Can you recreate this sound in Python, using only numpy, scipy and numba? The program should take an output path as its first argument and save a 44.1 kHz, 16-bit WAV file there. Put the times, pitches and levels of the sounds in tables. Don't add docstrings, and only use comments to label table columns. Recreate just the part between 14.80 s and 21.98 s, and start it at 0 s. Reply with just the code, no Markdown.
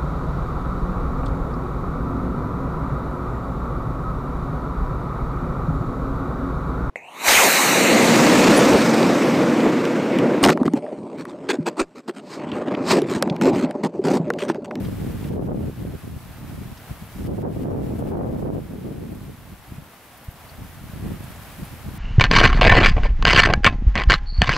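import sys
import numpy as np
from scipy import signal
from scipy.fft import rfft, irfft, next_fast_len
from scipy.io import wavfile
from scipy.ndimage import uniform_filter1d
from numba import njit

SR = 44100
rng = np.random.default_rng(int(sys.argv[2]) if len(sys.argv) > 2 else 0)


def dump(signal):
    limited = np.clip(np.atleast_2d(signal).T, -1, 1)
    pcm = np.round(limited * 32767).astype(np.int16)
    wavfile.write(sys.argv[1], SR, pcm)


N = 316638
TIME = np.arange(N) / SR


def undb(db):
    return np.exp(np.asarray(db) * np.log(10) / 20)


def unit(x):
    return x / np.sqrt(np.mean(x ** 2))


def colour(x, points):
    hz, db = np.transpose(points)
    size = next_fast_len(N, True)
    bin_hz = np.maximum(np.fft.rfftfreq(size, 1 / SR), 1)
    gain = undb(np.interp(np.log(bin_hz), np.log(hz), db))
    return irfft(rfft(x, size) * gain, size)[..., :N]


def smooth(x, seconds):
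    size = max(int(seconds * SR), 1)
    return uniform_filter1d(uniform_filter1d(x, size), size)


def waver(rate):
    steps = rng.standard_normal(N)[(TIME * rate).astype(int)]
    return unit(smooth(steps, 1 / rate))


def impacts(rate, spread_db):
    chance, size = rng.uniform(-1, 1, N), rng.standard_normal(N)
    return (np.abs(chance) < rate / SR) * np.sign(chance) * undb(spread_db * size)


def highpass(x, hz, order):
    return signal.sosfilt(signal.butter(order, hz, "high", fs=SR, output="sos"), x)


@njit
def lowpass(x, hz, damping):
    y, band_state, low_state = np.empty(len(x)), 0., 0.
    for i in range(len(x)):
        g = np.tan(np.pi * hz[i] / SR)
        band = (band_state + g * (x[i] - low_state)) / (1 + g * (g + damping))
        y[i] = low_state + g * band
        band_state, low_state = 2 * band - band_state, 2 * y[i] - low_state
    return y


def patter(drop_rate, spread_db, tick_db):
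    ticks = unit(highpass(impacts(drop_rate, spread_db), hz=1850, order=1))
    wash = unit(rng.standard_normal(N))
    return unit(wash + undb(tick_db) * ticks)


# frequency in Hz, relative level in dB.
YARD_SPECTRUM = [(100, -10), (240, 4.5), (400, -1.5), (720, 1.66), (1250, -1.5), (2500, -7.5),
                 (4400, -14.5), (6500, -18), (8500, -17), (12300, -13.5), (15500, -17)]
# frequency in Hz, side minus mid in dB.
YARD_WIDTH = [(400, -14), (700, -10), (1290, -6.5), (2380, -5), (4400, -2.5), (8120, -2), (13000, -5)]
# time in seconds, level in dB.
RAIN_LEVELS = [(0, -42), (.5, -44), (1.5, -44), (2.5, -44.5), (4.0, -43), (5.7, -44), (6.8, -43)]
def rain(left_db, sway_db, roar_sway_db):
    mid = patter(drop_rate=3000, spread_db=4.0, tick_db=-4.5)
    side = colour(patter(drop_rate=3000, spread_db=3.5, tick_db=2.5), YARD_WIDTH)
    stereo = unit(colour(np.array([mid + side, mid - side]), YARD_SPECTRUM))
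    near_spray = highpass(stereo, hz=1600, order=1)
    far_roar = (stereo - near_spray) * undb(roar_sway_db * waver(rate=10))
    level_db = np.interp(TIME, *np.transpose(RAIN_LEVELS)) + sway_db * waver(rate=30)
    balance_db = np.array([[left_db], [-left_db]]) / 2
    return (near_spray + far_roar) * undb(level_db + balance_db)


# start in seconds, relative peak in dB, band centre in Hz, band width in Hz.
NEAR_DROPS = [(.045, -31, 2800, 3000), (0.439, -33, 2290, 2980), (1.970, -37, 5440, 2500),
              (3.186, -35, 10000, 7000), (4.307, -37.5, 12700, 5000), (4.346, -36, 11500, 5850),
              (5.369, -34, 13400, 6000), (5.440, -36, 13200, 5000), (5.508, -34, 12200, 4000),
              (5.689, -38, 4460, 716), (6.434, -36, 10100, 6000), (6.557, -41, 7800, 2500),
              (6.845, -33.5, 11200, 3960)]
def splashes(rise_s, decay_s, level_db):
    out = np.zeros((2, N))
    size = 4096
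    age, hz = np.arange(size) / SR, np.fft.rfftfreq(size, 1 / SR)
    for start, db, centre_hz, width_hz in NEAR_DROPS:
        noise = rng.standard_normal((3, size))
        stereo = noise[0] + 0.5 * noise[1:]
        band = 1 / (1 + (2 * (hz - centre_hz) / width_hz) ** 2)
        fizz = irfft(rfft(stereo) * band)
        fizz *= (1 - np.exp(-age / rise_s)) ** 2 * np.exp(-age / decay_s)
        fizz *= undb(db + level_db) / np.abs(fizz).max()
        i = int(start * SR)
        out[:, i:i + size] += fizz[:, :N - i]
    return out


# time of the crossing in seconds, peak in dB, pitch in Hz.
LONE_EDDIES = [(0.682, -20, 202), (.746, -11, 283), (0.898, -17.5, 242), (1.052, -17.5, 254),
               (2.116, -26, 75.4), (3.111, -19.5, 243), (4.059, -15, 200), (4.112, -18.5, 248),
               (4.923, -22, 143), (4.985, -26, 108), (5.488, -20.5, 73), (6.83, -22.5, 109),
               (7.083, -23.5, 91)]
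def thumps():
    out = np.zeros(N)
    for crossing, db, hz in LONE_EDDIES:
        phase = 2 * np.pi * hz * (TIME - crossing)
        out += undb(db) * phase * np.exp((1 - phase ** 2) / 2)
    return out


# time in seconds, strength in dB.
PORCH_BREEZE = [(0, -26), (.45, -27), (.72, -20.5), (.94, -37), (1.5, -36.5), (1.8, -34.5), (2.03, -47),
                (2.3, -44.5), (2.5, -24), (3.55, -19), (3.87, -28.5), (4.2, -25.5), (4.45, -30.5),
                (4.6, -38), (5.15, -53.5), (5.7, -44.5), (6.3, -31.5), (6.7, -43)]
# start in seconds, hold in seconds, strength in dB.
PORCH_PUFFS = [(.485, 0.29, -19), (0.542, 0.055, -16), (0.656, 0.067, -16), (0.77, 0.103, -21),
               (0.953, 0.19, -27), (1.215, .15, -33.5), (1.578, 0.34, -35), (2.09, 0.029, -31.5),
               (2.199, 0.032, -34.5), (2.339, 0.14, -36), (2.468, 0.035, -17.5), (2.566, 0.018, -15),
               (2.615, 0.065, -14), (2.831, 0.16, -17), (3.195, 0.028, -16.5), (3.294, 0.16, -16),
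               (3.604, 0.159, -16.5), (3.91, 0.084, -27), (4.035, 0.083, -26.5), (4.46, 0.039, -29.5),
               (4.675, 0.062, -35), (4.859, 0.16, -36.5), (5.77, 0.066, -33), (6.107, .05, -33.5),
               (6.204, .12, -26.5), (6.772, .06, -34.5), (6.9, 0.035, -33.5), (7.03, .14, -34)]
def gusts(attack_s, release_s):
    power = undb(np.interp(TIME, *np.transpose(PORCH_BREEZE))) ** 2
    for start, hold, db in PORCH_PUFFS:
        age = TIME - start
        swell = np.clip(age / attack_s, 0, 1)
        fade = np.exp(-np.maximum(age - hold, 0) / release_s)
        power += (undb(db) * swell * fade) ** 2
    return 10 * np.log10(power)


def eddies(corner_hz, bottom_hz, rate, spread_db, damping):
    bumps = highpass(impacts(rate, spread_db), bottom_hz, order=1) + 1e-9
    for _ in range(2):
        bumps = lowpass(bumps, np.minimum(corner_hz, SR / 10), damping)
    bumps = highpass(bumps, hz=43.0, order=2)
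    power = np.abs(smooth(bumps ** 2, seconds=0.023))
    return bumps / np.sqrt(power + 1e-18)


# time in seconds, shift of the air's speed in octaves.
PORT_GRAZING = [(0, -0.057), (1.4, -0.13), (3.4, 0.2), (3.7, -0.021), (4.1, .35), (4.6, -0.021),
                (7.1, -0.3)]
def wind(flutter_db, flutter_rate, opposed):
    gust_db = gusts(attack_s=0.0232, release_s=0.026)
    steadiness = 1 + undb(gust_db + 14)
    strength_db = gust_db + flutter_db * waver(flutter_rate) / steadiness
    grazing = np.interp(TIME, *np.transpose(PORT_GRAZING))
    octaves = np.maximum(strength_db + 26, -16) / 15 + grazing
    speed = 2 ** octaves
    large = eddies(212 * speed ** 0.48, bottom_hz=93, rate=380 * speed, spread_db=4, damping=1.64)
    small = np.zeros((2, N))
    for port in range(2):
        bumps = eddies(320 * speed, bottom_hz=280, rate=480 * speed, spread_db=5.5, damping=1.83)
        flicker_db = 2 * waver(rate=130)
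        small[port] = highpass(bumps * undb(flicker_db), hz=88, order=1)
    small = small - opposed * small[::-1]
    small_share = np.clip(0.45 * speed ** 0.59, 0, .85)
    rumble = np.sqrt(1 - small_share) * large + np.sqrt(small_share) * small
    return rumble * undb(strength_db + 0.5)


def scene():
    yard = rain(left_db=0.5, sway_db=0.56, roar_sway_db=0.67)
    yard += splashes(rise_s=0.0032, decay_s=0.0095, level_db=-3.5)
    return yard + thumps() + wind(flutter_db=2.0, flutter_rate=75, opposed=0.076)


def gain_control(x, limit_db, release_s, slow_attack_s, creep_db_per_s):
    hop = 88
    step_s = hop / SR
    power = smooth(np.mean(x ** 2, axis=0), seconds=0.016)[::hop]
    level_db = 10 * np.log10(power + 1e-12)
    quick_db, slow_db, cut_db = 0, 0, []
    for over_db in np.maximum(level_db - limit_db, 0):
        quick_db = max(over_db, quick_db * np.exp(-step_s / release_s))
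        if quick_db > slow_db:
            slow_db += (quick_db - slow_db) * step_s / slow_attack_s
        else:
            slow_db -= min(slow_db, creep_db_per_s * step_s)
        cut_db.append(max(quick_db, slow_db))
    return x * undb(-np.interp(TIME, TIME[::hop], cut_db))


def record(dry):
    held = gain_control(dry, limit_db=-25.0, release_s=0.064, slow_attack_s=0.62, creep_db_per_s=2.5)
    top_cut = signal.ellip(12, .1, 80, 15650, fs=SR, output="sos")
    return signal.sosfilt(top_cut, held)


dry = scene()
out = record(dry)
dump(out)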